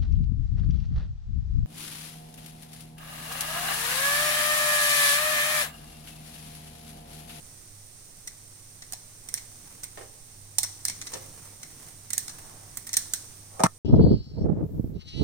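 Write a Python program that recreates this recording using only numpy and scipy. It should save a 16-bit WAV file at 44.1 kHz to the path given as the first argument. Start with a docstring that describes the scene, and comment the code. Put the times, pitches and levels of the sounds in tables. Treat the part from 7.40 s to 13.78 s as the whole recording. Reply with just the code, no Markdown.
"""Sharp little snaps and a wet crackle sound close by, over a low motor hum in a kitchen.
A small crab is being cleaned over a steel sink: gills and bits of shell snap off under a knife.
Fingers shift their grip on the wet flesh, and two scraps drop and set the sink ringing.
A steel bowl slides, is knocked and bumps down; the sound is cut off, leaving hum, rumble and hiss.
The two microphone ports (its left and right openings) each ring in the treble in their own way."""
import sys
import numpy as np
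from scipy import signal
from scipy.fft import rfft, irfft, next_fast_len
from scipy.io import wavfile

SR = 44100
rng = np.random.default_rng(int(sys.argv[2]) if len(sys.argv) > 2 else 0)


def wav_record(signal):
    """Record a signal, one row per channel, as 16-bit PCM in the file named by sys.argv[1]."""
    frames = np.transpose(np.atleast_2d(signal))
    bounded = np.clip(frames, -1, 1)
    # unit amplitude maps onto the largest positive 16-bit level
    quanta = np.round(bounded * 32767).astype(np.int16)
    wavfile.write(sys.argv[1], SR, quanta)


N = 281358
TIME = np.arange(N) / SR
CUT_S = 6.2685   # the moment all sound but the background is cut off

# the shell snapping under the blade: start_s, level_db (near 5 kHz), length_s, brightness_db, pitch_hz
SHELL_SNAPS = [(0.873, -9.5, 0.0033, -8.5, 1980), (1.421, -14.5, .003, -26, 1930),
               (1.5228, -13.5, .0012, 0.5, 1670), (1.532, -8.5, 0.0031, -9, 730),
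               (1.887, -13.5, .002, -4, 2050), (1.9403, -3.5, 0.00076, 0, 1870),
               (1.974, -10, 0.0037, -18, 2100), (2.4333, -10.5, 0.0059, -2.5, 2100),
               (3.1834, 5, 0.0013, -2.5, 806), (3.2307, -0.5, 0.0037, -6, 2000),
               (3.239, -3, 0.0036, -16, 5670), (3.452, 0.5, .001, -4, 1740),
               (3.4822, -1.5, 0.0026, -11, 2250), (3.498, -4.5, 0.00099, -16, 2080),
               (3.614, -7.5, .004, -16, 1990), (3.669, -7.5, 0.0071, -19, 1950),
               (3.736, -5, .007, -19, 700), (4.2295, -12, 0.0028, -13, 2080),
               (4.7037, -10, 0.0014, -3, 2040), (4.7322, -2.5, 0.00069, -2.5, 1890),
               (4.779, 0, 0.00088, 0.5, 1800), (4.88, -9.5, 0.0012, -11, 1510),
               (4.895, -13, 0.0013, -16, 1620), (5.3712, -11.5, 0.0008, 5.5, 1950),
               (5.468, -14.5, 0.0041, -2, 1900), (5.4916, -12.5, 0.0012, -13, 1880),
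               (5.531, -5.5, .001, -4, 1910), (5.539, -0.5, .0018, -11, 1800),
               (5.568, 5.5, 0.0019, -3, 1720), (5.7355, 1.5, .001, -3, 1540)]
# the tones at which the hand-held shell rings: pitch_hz, width_hz, level_db
SHELL_TONES = [(885, 980, -4), (1640, 270, -3.5), (3960, 1120, -0.5), (5650, 920, 3), (7560, 5000, -1),
               (10470, 3800, -1.5), (14600, 2400, -5)]


def from_db(db):
    """Turn decibels into a factor to multiply by."""
    return 10 ** (np.asarray(db) / 20)


def unit_energy(x):
    """Scale each channel so that its squared samples add up to 1."""
    return x / np.sqrt(np.sum(x ** 2, axis=-1, keepdims=True) + 1e-20)


def rms_one(x):
    """Scale each channel to an average strength (rms) of 1."""
    return unit_energy(x) * np.sqrt(x.shape[-1])


def add(track, start_s, sound):
    """Mix a short sound into a track."""
    at = int(start_s * SR)
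    track[..., at:at + sound.shape[-1]] += sound[..., :N - at]


def colour(x, points):
    """Make some pitches louder and others softer, along a curve of (pitch_hz, gain_db) points."""
    size = 2 * next_fast_len(x.shape[-1] // 2 + 4096)
    hz, db = np.transpose(points)
    log_hz = np.log(np.fft.rfftfreq(size, 1 / SR) + 1)
    log_gain = np.log(from_db(np.interp(log_hz, np.log(hz), db)))
    # minimum phase: the filter rings only after a sound, never before it
    cepstrum = irfft(log_gain)
    cepstrum[1:size // 2] *= 2
    cepstrum[size // 2 + 1:] = 0
    return irfft(rfft(x, size) * np.exp(rfft(cepstrum)))[..., :x.shape[-1]]


def resonate(x, tones):
    """Let a sound ring at several tones of (pitch_hz, width_hz, level_db); narrow ones ring longer."""
    out = 0
    for k, (hz, width, db) in enumerate(tones):
        decay = np.exp(-np.pi * width / SR)
        poles = [1, -2 * decay * np.cos(2 * np.pi * hz / SR), decay * decay]
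        ring = signal.lfilter([1, 0, -1], poles, x + 1e-18)
        out = out + (-1) ** k * from_db(db) * (1 - decay * decay) / 2 * ring
    return out


def dying_noise(fade_s, size):
    """A blur of echoes, different left and right, that falls by 60 dB in fade_s."""
    return unit_energy(rng.standard_normal((2, size)) * from_db(-60 * TIME[:size] / fade_s))


def struck(tones, spread, tilt_db=0.0, size=16000):
    """One blow rings tones of (pitch_hz, level_db, fade_s); spread puts left and right out of step."""
    t = TIME[:size]
    out = 0
    for hz, db, fade_s in tones:
        phase = np.pi * rng.integers(2) + spread * rng.standard_normal() * np.array([[1], [-1]])
        level_db = db + tilt_db * np.log2(hz / tones[1][0]) + rng.standard_normal()
        out = out + from_db(level_db - 60 * t / fade_s) * np.cos(2 * np.pi * hz * t + phase)
    return out * (1 - np.exp(-t / 0.001))


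def grains(per_s, size_spread_db, decay_s):
    """Tiny puffs of noise at random moments, mostly small, a few large."""
    sizes = from_db(size_spread_db * np.minimum(rng.exponential(1, N), 4))
    starts = rng.random(N) < per_s / SR
    puffs = signal.lfilter([1], [1, -np.exp(-1 / (decay_s * SR))], sizes * starts + 1e-18)
    return puffs * rng.standard_normal((2, N))


def swells(rows):
    """A level that rises and falls smoothly for each row of (peak_s, level_db, half_length_s)."""
    return sum(from_db(db) * np.exp(-((TIME - peak_s) / half_s) ** 2) for peak_s, db, half_s in rows)


def drift(rate_hz):
    """Slow random wandering, typically about 1 in size."""
    falloff = 1 / (1 + (np.fft.rfftfreq(N, 1 / SR) / rate_hz) ** 2)
    return rms_one(irfft(rfft(rng.standard_normal(N)) * falloff, N))


def motor_hum(pitch_hz=100, level_db=-57, waver_depth=0.42, waver_hz=3.3):
    """A motor hums on one low note that wavers and now and then dips briefly."""
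    # dips in the hum: lowest_s, missing_part_db (0 would be the whole hum), half_length_s
    dips = [(0.72, -3, 0.38), (1.7, -8.5, 0.51), (2.8, -4, 0.18)]
    waver = 1 + waver_depth * (drift(waver_hz) + 1j * drift(waver_hz))   # in level and phase
    tone = np.real(waver * np.exp(2j * np.pi * pitch_hz * TIME))
    return np.sqrt(2) * from_db(level_db) * (1 - swells(dips)) * tone


def kitchen_rumble(level_db=-54.5):
    """The kitchen rumbles; the bass is nearly the same left and right."""
    # tone colour of the rumble: pitch_hz, gain_db
    rumble_colour = [(20, 11.5), (30, 10), (48, -9), (65, 0), (82, -0.5), (125, 5.5), (200, -4.5),
                     (320, -7.5), (600, -11.5), (1200, -16.5), (3000, -36)]
    shared, side = rng.standard_normal((2, N))
    side = colour(side, [(30, -10), (100, -16.0), (300, -5.5), (700, -3.5), (1400, 2.0)])
    return from_db(level_db) * rms_one(colour(shared + side * [[1], [-1]], rumble_colour))


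def microphone_hiss(left_db=-57.5, right_db=-56.5, after_cut_db=-3.5):
    """Each microphone makes its own hiss, which turns a little softer at the very end."""
    # tone colour of the hiss: pitch_hz, gain_db
    hiss_colour = [(100, -4.5), (1000, -3.5), (2000, 5.5), (2900, 2.5), (4500, 4.5), (9000, 1.5),
                   (16000, -2)]
    hiss = rms_one(colour(rng.standard_normal((2, N)), hiss_colour))
    return from_db([[left_db], [right_db]]) * hiss * from_db(after_cut_db * (TIME > CUT_S))


def soft_swell():
    """A faint, breath-like swell of soft noise."""
    # the rise and fall of the noise: peak_s, level_db, half_length_s
    swell_shape = [(5.12, -55, 0.21)]
    swell_colour = [(150, -13), (450, -2.5), (850, 0.5), (1500, -7.5), (3000, -20), (9000, -33)]
    return swells(swell_shape) * rms_one(colour(rng.standard_normal((2, N)), swell_colour))


def wet_fingers(holding_db=-65, crackle_db=-6.5, rub_db=-4.5):
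    """Tiny films of water burst and skin rubs dully, louder whenever the fingers shift their grip."""
    # shifts of the grip: peak_s, level_db, half_length_s
    grips = [(0.05, -60, .2), (2.2, -56.5, 0.47), (3.8, -49, 0.39), (4.43, -52, 0.14), (4.95, -54, 0.26),
             (5.65, -53, 0.46)]
    film_colour = [(200, -4.5), (900, 8), (2000, 3), (2800, 0), (4000, -4), (8000, -5.5), (15000, -4)]
    rub_colour = [(70, -4.5), (150, -3.0), (280, -8.5), (500, -13), (2000, -26.5)]
    films = grains(per_s=380, size_spread_db=4.5, decay_s=0.0037)
    crackle = from_db(crackle_db) * rms_one(colour(films, film_colour))
    rub = from_db(rub_db) * rms_one(colour(rng.standard_normal(N), rub_colour))
    return (from_db(holding_db) + swells(grips)) * (crackle + rub)


def falling_scraps(ring_db=-9.5, splat_db=38.0):
    """Soft scraps land with a small wet splat and set the sink floor ringing."""
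    # scraps hitting the sink: start_s, level_db
    landings = [(2.5736, -38), (2.590, -57), (2.610, -43), (3.733, -38.5), (3.753, -39.5), (3.775, -63)]
    # tones of the sink floor: pitch_hz, level_db, fade_s
    sink_tones = [(337, -20, 0.31), (432, -1.5, 0.35), (528, -1, 0.38), (614, -4.5, 0.32), (788, -10, 0.55),
                  (1020, -16, 0.33), (1285, -6, .2), (1810, 13.5, 0.021), (3040, 2, 0.068)]
    splat_colour = [(150, -15.0), (450, 8.0), (1200, -5.0), (3000, -12.0), (9000, -28)]
    out = np.zeros((2, N))
    for start_s, level_db in landings:
        splat = from_db(splat_db) * colour(dying_noise(fade_s=0.16, size=16000), splat_colour)
        ring = from_db(ring_db) * struck(sink_tones, spread=0.86)
        add(out, start_s, from_db(level_db) * (ring + splat))
    return out


def steel_bowl(clatter_fade_s=0.043, scrape_width_hz=50, lowest_hz=68):
    """The bowl scrapes along; each blow then rings it, booms in the sink and rattles crab legs inside."""
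    # the bowl sliding before it knocks: time_s, level_db
    slide = [(6.06, -84), (6.13, -54.5), (6.19, -49), (6.21, -85)]
    # blows, brighter when hard: start_s, ring_db, hardness_db_per_octave, thud_db, clatter_db
    blows = [(6.195, -28.5, -1, -55, -3), (6.2024, -20.5, -9, -26, 1), (6.2359, -29.5, 9, -8, 20.5),
             (6.261, -38, 19, -36, -1)]
    # tones of the bowl: pitch_hz, level_db, fade_s
    bowl_tones = [(388, -10, 0.078), (534, 1.5, 0.18), (654, -2.5, 0.19), (747, 1, 0.082), (847, 0, 0.096),
                  (920, -11, 0.094), (1108, -1, 0.094), (1236, -8, 0.25), (1324, -7, 0.18),
                  (1536, -34, .12), (1800, -23, 0.72)]
    # low tones of the sink booming under it: pitch_hz, level_db, fade_s
    thud_tones = [(114, -10, 0.065), (180, 0, 0.066), (230, 1.5, 0.03), (320, -14, 0.086)]
    clatter_colour = [(60, -8), (250, -7.0), (800, 7), (2200, -3.5), (2800, -15.0), (6000, -14.0),
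                      (9000, -18.5), (15000, -27)]
    scrape_tones = [(hz, scrape_width_hz, db) for hz, db, _ in bowl_tones]
    scrape = rms_one(resonate(rng.standard_normal((2, N)), scrape_tones))
    out = from_db(np.interp(TIME, *np.transpose(slide))) * scrape
    for start_s, ring_db, hardness, thud_db, clatter_db in blows:
        clatter = from_db(clatter_db) * colour(dying_noise(clatter_fade_s, size=16000), clatter_colour)
        ring = from_db(ring_db) * struck(bowl_tones, spread=0.79, tilt_db=hardness)
        thud = from_db(thud_db) * struck(thud_tones, spread=0.073)
        add(out, start_s, ring + thud + clatter)
    # thin steel gives off no deep bass
    bass_cut = signal.butter(4, lowest_hz, "high", fs=SR, output="sos")
    return signal.sosfilt(bass_cut, out) * from_db([[0.5], [-0.5]])   # slightly to the left


def shell_crunch(strain_s=0.0028, tearing_s=0.012, crunch_db=-47.5):
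    """The shell crackles under strain just before each snap and goes on tearing after it."""
    from_snap_s = TIME[:8820] - .05
    rise_and_fall = np.exp(np.minimum(from_snap_s / strain_s, -from_snap_s / tearing_s))
    strain = np.zeros(N)
    for start_s, level_db, *_ in SHELL_SNAPS:
        add(strain, start_s + from_snap_s[0], from_db(level_db) * rise_and_fall)
    crackle = grains(per_s=450, size_spread_db=6.0, decay_s=0.00095)
    return from_db(crunch_db) * strain * rms_one(resonate(crackle, SHELL_TONES))


def shell_crack(length_s, fewest=4.2, per_s=2000, most=20, size=2048):
    """A crack runs through the shell as tiny breaks, more of them the longer it runs."""
    delays_s = np.minimum(length_s * rng.exponential(1, most), 2.5 * length_s)
    used = np.clip(fewest + per_s * length_s - np.arange(most), 0, 1)
    strengths = from_db(rng.normal(0, 4.0, most)) * used
    delays_s[0], strengths[0] = 0, from_db(3.0)   # a hard first break
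    clicks = np.zeros((1, size))
    np.add.at(clicks[0], (delays_s * SR).astype(int) % size, rng.choice([-1, 1], most) * strengths)
    # hands and blade scatter the clicks on their way to the ports
    paths = from_db(1.0) * dying_noise(fade_s=0.026, size=size)
    paths[0, 0] += 1   # the straight path to the left port
    paths[1, 6] += 1   # the right port is a little farther away
    return signal.fftconvolve(clicks, paths, axes=1)[:, :size]


def shell_ring(crack, band_levels_db, hollow_hz, hollow_width_hz=230, hollow_db=9.0):
    """A crack rings the shell and the hollow inside it; four pitch bands each get their own level."""
    # the body, middle, crispness and fizz of a snap: low_hz, high_hz
    bands = [(600, 2500), (3200, 7300), (7300, 11500), (11500, 17000)]
    ring = resonate(crack, SHELL_TONES) - resonate(crack, [(hollow_hz, hollow_width_hz, hollow_db)])
    out = 0
    for (low_hz, high_hz), db in zip(bands, band_levels_db):
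        band = signal.sosfilt(signal.butter(3, [low_hz, high_hz], "band", fs=SR, output="sos"), ring)
        out = out + from_db(db) * np.sqrt(2 * (high_hz - low_hz) / SR) * unit_energy(band)
    return out


def knife_snaps(flesh_db=-43.0):
    """The knife snaps the shell and jolts the flesh; gives the close sound and what enters the room."""
    flesh_tones = [(237, -1.0, 0.049), (746, -1.5, 0.024)]
    close, into_room = np.zeros((2, 2, N))
    for start_s, level_db, length_s, brightness_db, hollow_hz in SHELL_SNAPS:
        body_db = -3 - 0.37 * level_db   # hard snaps sound thinner
        crisp_db = 2.0 + 0.55 * brightness_db
        crack = shell_crack(length_s)
        # taken over all directions, the tiny breaks act as one smooth click
        click = signal.unit_impulse(crack.shape[1])
        band_levels_db = [body_db, 0, crisp_db, brightness_db]
        snap = from_db(level_db) * shell_ring(np.vstack([crack, click]), band_levels_db, hollow_hz)
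        add(close, start_s, snap[:2])
        add(into_room, start_s, snap[2])
        jolt = from_db(flesh_db + (level_db + body_db) / 2) * struck(flesh_tones, spread=0.45)
        add(close, start_s, jolt)
    return close, into_room


def kitchen_echoes(x, basin_db=-9.5, basin_fade_s=0.17, room_db=-9.5, room_fade_s=0.64):
    """Sound bounces quickly around the steel basin and dies away, duller and slower, in the room."""
    # tones of the basin: pitch_hz, width_hz, level_db
    basin_tones = [(2090, 360, 10), (4250, 440, 3.5), (5730, 190, -3)]
    room = colour(dying_noise(room_fade_s, size=SR), [(6000, 0), (12000, -6.0)])
    bounces = dying_noise(basin_fade_s, size=SR)
    ring = resonate(dying_noise(basin_fade_s, size=SR), basin_tones)
    echoes = from_db(basin_db) * (bounces + ring) + from_db(room_db) * room
    build_up = 1 - np.exp(-TIME[:SR] / 0.0037)
    return signal.fftconvolve(x, echoes * build_up, axes=1)[:, :N]


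def scene(after_cut_db=-15.0, decay_s=0.017):
    """The sounds at the sink and their echoes are cut off abruptly at the end; the background stays."""
    snaps, into_room = knife_snaps()
    others = shell_crunch() + wet_fingers() + soft_swell() + falling_scraps() + steel_bowl()
    foreground = snaps + others + kitchen_echoes(into_room + others)
    dying = from_db(after_cut_db) * np.exp(-np.maximum(TIME - CUT_S, 0) / decay_s)
    drone = (motor_hum() + kitchen_rumble()) * from_db([[-.9], [.9]])   # slightly to the right
    return foreground * np.where(TIME < CUT_S, 1, dying) + drone + microphone_hiss()


def record(dry, highest_hz=15900):
    """The microphone ports ring in the treble, loud peaks are rounded and the very top is cut."""
    # tone colour of the left and of the right port: pitch_hz, gain_db
    left_port = [(3000, -1.5), (4200, 3), (5000, 5), (5800, 12.5), (6400, 10.5), (7200, 4), (9000, -2.5),
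                 (12000, -4), (13700, -5.5), (16000, 5)]
    right_port = [(3000, -0.5), (5000, 0), (6500, 6.5), (7600, 9), (8800, 20), (10000, 10.5), (12300, 2.5),
                  (15200, 11), (16000, -40)]
    coloured = np.array([colour(dry[0], left_port), colour(dry[1], right_port)])
    treble_cut = signal.ellip(10, .2, 80, highest_hz, fs=SR, output="sos")
    return signal.sosfilt(treble_cut, np.tanh(coloured))


dry = scene()
out = record(dry)
wav_record(out)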